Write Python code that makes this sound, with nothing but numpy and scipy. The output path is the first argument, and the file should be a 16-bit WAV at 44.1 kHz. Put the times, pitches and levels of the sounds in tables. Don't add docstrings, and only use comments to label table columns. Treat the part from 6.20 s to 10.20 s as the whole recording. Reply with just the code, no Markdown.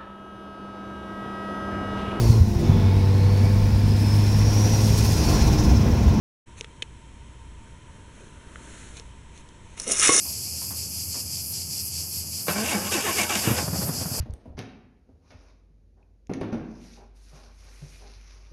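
import sys
import numpy as np
from scipy import signal
from scipy.fft import rfft, irfft
from scipy.io import wavfile
from scipy.ndimage import uniform_filter1d

SR = 44100
rng = np.random.default_rng(int(sys.argv[2]) if len(sys.argv) > 2 else 0)


def log_audio(samples):
    frames = np.atleast_2d(samples).T
    limited = np.clip(frames, -1, 1)
    pcm = np.round(limited * 32767).astype(np.int16)
    wavfile.write(sys.argv[1], SR, pcm)


N = 176400
T = np.arange(N) / SR

# pitch_hz, fade_s (time to fall by 60 dB), bead_gain_db, ball_gain_db
GLASS_NOTES = [(1111, 0.1, -16, -19.5), (1335, 0.043, -27, -36), (2156, 0.11, -13, -21),
               (2190, 0.099, -25, -21), (2800, 0.037, -12, -39), (3680, .08, -11, -43),
               (5080, 0.099, -15, -44), (5975, 0.03, -3.5, -40), (6590, 0.04, -12.5, -40),
               (7770, .10, -14, -45), (9260, .07, -27, -40), (9500, 0.079, -27, -45)]


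def from_db(db):
    return 10 ** (np.asarray(db) / 20)


def rms_one(x):
    return x / np.sqrt(np.mean(x ** 2) + 1e-20)


def colour(x, points):
    hz, db = np.transpose(points)
    grid_hz = np.arange(N + 1) * SR / (2 * N)
    gain = from_db(np.interp(np.log(grid_hz + 1), np.log(hz), db))
    cepstrum = irfft(np.log(rms_one(gain)))
    cepstrum[1:N] *= 2
    return irfft(rfft(x, 2 * N) * np.exp(rfft(cepstrum[:N], 2 * N)))[:N]


def noise(points):
    return colour(rng.standard_normal(N), points)


def ring(x, hz, fade_s):
    keep = from_db(-60 / (fade_s * SR))
    angle = 2 * np.pi * hz / SR
    return signal.lfilter([0, np.sin(angle)], [1, -2 * keep * np.cos(angle), keep * keep], x + 1e-18)


def resonance(x, hz, width_hz):
    keep = np.exp(-np.pi * width_hz / SR)
    feedback = [1, -2 * keep * np.cos(2 * np.pi * hz / SR), keep * keep]
    return signal.lfilter(np.sqrt((1 - keep * keep) / 2) * np.array([1, 0, -1]), feedback, x + 1e-18)


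def decay(start_s, fade_s):
    return (T >= start_s) * np.exp(-np.log(1000) * np.maximum(T - start_s, 0) / fade_s)


def swells(rows):
    return sum(from_db(db) * np.exp(-((T - peak_s) / half_s) ** 2 / 2) for peak_s, db, half_s in rows)


def flicker(depth_db, drift_s):
    drift = signal.lfilter([1], [1, -np.exp(-1 / (drift_s * SR))], rng.standard_normal(N))
    return from_db(depth_db * rms_one(drift))


def ventilation():
    # pitch_hz, gain_db
    air_tone = [(20, -2.5), (42, -3.5), (85, -1), (150, -9.5), (300, -15.5), (600, -24.5), (790, -30),
                (930, -36), (1120, -27.5), (2000, -26.5), (3500, -31), (4400, -34.5), (6500, -33.5),
                (11000, -39.5)]
    # pitch_hz, width_hz, level_db
    fan_tones = [(914, 21.7, -62.5), (989, 56, -63.5), (3110, 63, -69.5), (7850, 200, -71)]
    # time_s, gain_db
    hum_curve = [(0.3, -52.5), (1.26, -43.5), (1.76, -60), (2.03, -52.5), (3.07, -46), (3.15, -58),
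                 (3.97, -62), (4.0, -53)]
    fan = np.zeros(N)
    for hz, width_hz, db in fan_tones:
        band = resonance(rng.standard_normal(N), hz, 2 * width_hz)
        fan += from_db(db) * resonance(band, hz, 2 * width_hz) * np.sqrt(4 * np.pi * width_hz / SR)
    hum_hz, start_s, rise_s = 58.5, 0.259, 0.019
    wander = rms_one(ring(rng.standard_normal(N), hz=1.8, fade_s=1.0))
    hum_gain = from_db(np.interp(T, *np.transpose(hum_curve)) - 2)
    hum = hum_gain * np.sqrt(2) * np.sin(2 * np.pi * hum_hz * T + 0.49 * wander)
    air = from_db(-46.5) * noise(air_tone)
    return np.clip((T - start_s) / rise_s, 0, 1) * (air + fan + hum)


def brushes():
    # peak_s, level_db, half_length_s
    touches = [(.39, -47, 0.013), (.435, -61, 0.0077), (2.03, -59.5, 0.086), (2.778, -44.5, .02),
               (3.18, -54.5, 0.033), (3.53, -57.5, 0.051)]
    # pitch_hz, gain_db
    touch_tone = [(500, -2.5), (1700, -3.5), (2500, 4.5), (3200, -4.5), (4000, 3), (5400, -8), (6300, 6.5),
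                  (7300, -3.5), (11000, -7)]
    return swells(touches) * flicker(depth_db=1, drift_s=0.008) * noise(touch_tone)


def handling_clicks():
    # start_s, level_db, low_hz, high_hz, fade_s, crack_gain_db, thud_gain_db
    clicks = [(0.4099, -25.5, 1990, 6600, 0.0064, -14, -7), (0.4444, -32, 1400, 3900, .016, -29, -9),
              (.622, -23.5, 2130, 4020, 0.026, -15.5, -15), (.6255, -24.5, 2170, 3380, 0.014, -10.5, -9),
              (2.3581, -30.5, 1240, 2180, 0.0087, -26, -15), (2.769, -41, 2600, 7000, 0.04, -24, -21),
              (2.7975, -31, 2850, 7100, 0.0052, -16, -8), (3.176, -46.5, 2500, 7650, 0.032, -18, -15),
              (3.289, -42.5, 2800, 7050, 0.01, -18, -8)]
    # pitch_hz, gain_db
    crack_tone = [(200, 10), (700, -10), (1100, -1), (2000, 4), (7000, 12.5), (11000, -5.5)]
    thud_hz, thud_fade_s = 448, 0.033
    chatter, thuds, cracks = np.zeros((3, N))
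    for start_s, db, low_hz, high_hz, fade_s, crack_db, thud_db in clicks:
        burst = from_db(db) * decay(start_s, fade_s) * rng.choice([-1, 1], N)
        band = signal.butter(2, [low_hz, high_hz], "band", fs=SR, output="sos")
        chatter += signal.sosfilt(band, burst + 1e-18) * np.sqrt(SR / 2 / (high_hz - low_hz))
        thud_note = np.sin(2 * np.pi * thud_hz * (T - start_s))
        thuds += from_db(db + thud_db) * decay(start_s, thud_fade_s) * thud_note
        cracks += from_db(crack_db) * burst
    return chatter + thuds + 2 * colour(cracks, crack_tone)


def sliding():
    # peak_s, level_db, half_length_s
    hisses = [(2.4, -64.5, 0.074), (2.6, -48.5, 0.14)]
    rumbles = [(1.48, -57, 0.056), (1.76, -56, .08), (2.0, -54.5, 0.067), (2.46, -50, 0.27)]
    # pitch_hz, gain_db
    slide_tone = [(500, -7), (800, -3), (1150, -10), (1450, 2.5), (1800, 3.5), (2600, 0), (4300, -0.5),
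                  (5400, -3.5), (6600, 3), (8000, 0.5), (11000, -5)]
    bench_tone = [(80, -11), (130, 0.5), (230, -1.5), (400, -4), (620, -8.5), (800, -23), (1500, -8.5),
                  (2200, -19), (4000, -24.5)]
    return swells(hisses) * noise(slide_tone) + swells(rumbles) * noise(bench_tone)


def contacts(level_db):
    peak_hits_per_s, size_spread_db = 4500, 2
    chance = peak_hits_per_s * from_db(0.7 * (level_db - level_db.max())) / SR
    sizes = from_db(size_spread_db * np.minimum(rng.exponential(1, N), 3.5)) * rng.choice([-1, 1], N)
    hits = sizes * (rng.random(N) < chance) + from_db(-21.5) * rng.standard_normal(N)
    clumps = flicker(depth_db=1.74, drift_s=0.012)
    local_level = np.sqrt(uniform_filter1d(hits ** 2, size=500) + 1e-9)
    return from_db(level_db) * clumps * hits / local_level


def shaken_beads():
    # time_s, loose_beads_db, pile_db, rolling_db
    shake = [(3.61, -42, -48.5, -51.5), (3.634, -36, -49.5, -58.5), (3.66, -42.5, -49, -52),
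             (3.67, -34, -39, -35), (3.706, -26, -35.5, -38.5), (3.718, -18.5, -34, -31.5),
             (3.74, -29.5, -36.5, -47.5), (3.774, -25, -38, -53), (3.834, -18, -21, -38),
             (3.842, -16, -20.5, -45), (3.878, -16.5, -23.5, -33.5), (3.896, -16.5, -18, -26),
             (3.91, -22.5, -26, -35.5), (3.948, -16, -30, -36), (3.976, -19, -29, -35),
             (4.0, -16, -25, -42)]
    # start_s, level_db
    throws = [(3.5989, -17.5), (3.617, -25), (3.678, -22), (3.711, -21), (3.7192, -11.5), (3.7337, -17.5),
              (3.7965, -9), (3.8265, -14), (3.8482, -18), (3.858, -17), (3.874, -7), (3.924, -11),
              (3.964, -9), (3.990, -22)]
    # pitch_hz, gain_db
    loose_tone = [(1500, -17.5), (4300, -12.5), (5300, 3), (6000, 0), (6800, 4), (7700, -3), (9300, 2.5),
                  (11000, -2.5)]
    pile_tone = [(400, -17.5), (850, -19), (1250, 4), (1600, -3), (2200, 0), (3000, -2.5), (4200, -6),
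                 (6000, -9)]
    roll_tone = [(60, -21), (180, -7.5), (300, 0.5), (480, 2.5), (650, -1.5), (850, -20.5), (2000, -22)]
    start_s, rise_s, damping_hz = 3.565, 0.013, 22
    times, *levels = np.transpose(shake)
    loose_db, pile_db, roll_db = [np.interp(T, times, db) for db in levels]
    moving = np.clip((T - start_s) / rise_s, 0, 1)
    hits = moving * contacts(loose_db - 4.5)
    clacks = sum(from_db(db) * decay(at_s, fade_s=0.013) for at_s, db in throws) * rng.choice([-1, 1], N)
    pitches_hz = np.linspace(4500, 11500, 12)
    picked = rng.integers(0, len(pitches_hz), N)
    ticks = sum(resonance(hits * (picked == k), hz, hz / 5.15) for k, hz in enumerate(pitches_hz))
    pile = moving * contacts(pile_db - 1)
    glass = np.zeros(N)
    for hz, fade_s, db, _ in GLASS_NOTES:
        drive = pile if hz < pitches_hz[0] else hits + clacks
        width_hz = np.log(1000) / np.pi / fade_s + damping_hz
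        glass += from_db(db - 4.5) * resonance(drive, hz, width_hz)
    roll = moving * colour(contacts(np.minimum(roll_db, -33) + 1.5), roll_tone)
    return colour(ticks + clacks, loose_tone) + colour(pile, pile_tone) + glass + roll


def ball_knocks():
    # start_s, level_db, contact_s
    knocks = [(3.8925, 2.5, 0.00031), (3.8951, -2.5, .0007)]
    # pitch_hz, fade_s, gain_db
    body_notes = [(135, 0.11, -31), (235, .07, -34.5), (330, 0.021, -16.5), (446, 0.016, -17),
                  (483, 0.11, -26)]
    pushes = [(from_db(db), np.sin(np.pi * np.clip((T - start_s) / contact_s, 0, 1)))
              for start_s, db, contact_s in knocks]
    force = sum(gain * push / push.sum() for gain, push in pushes)
    wall = sum(from_db(db) * ring(force, hz, fade_s) for hz, fade_s, _, db in GLASS_NOTES)
    thump = sum(from_db(db) * ring(force, hz, fade_s) for hz, fade_s, db in body_notes)
    pulse = from_db(-10.5) * sum(gain * push for gain, push in pushes)
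    bass_cut = signal.butter(2, 158, "high", fs=SR, output="sos")
    return signal.sosfilt(bass_cut, wall + thump + pulse)


def with_close_echoes(x):
    # delay_s, gain_db
    echoes = [(.00115, -16.5), (.0024, -15.5), (.0047, -18)]
    return x + sum(from_db(db) * np.pad(x, (int(delay_s * SR), 0))[:N] for delay_s, db in echoes)


def room_echo(x):
    tail = (decay(start_s=0.0088, fade_s=0.52) * rng.standard_normal(N))[:SR // 2]
    return signal.fftconvolve(x, tail / np.sqrt(np.sum(tail ** 2)))[:N]


def scene():
    dish = with_close_echoes(shaken_beads()) + ball_knocks()
    echo = from_db(-10.5) * room_echo(dish)
    handling = handling_clicks() + brushes() + sliding()
    return (dish + echo + handling + ventilation())[None]


def record(dry):
    dip_hz, top_hz = 4797, 10950
    dipped = signal.lfilter(*signal.iirnotch(dip_hz, Q=5.94, fs=SR), dry)
    return signal.sosfilt(signal.ellip(16, .2, 90, top_hz, fs=SR, output="sos"), dipped)


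dry = scene()
out = record(dry)
log_audio(out)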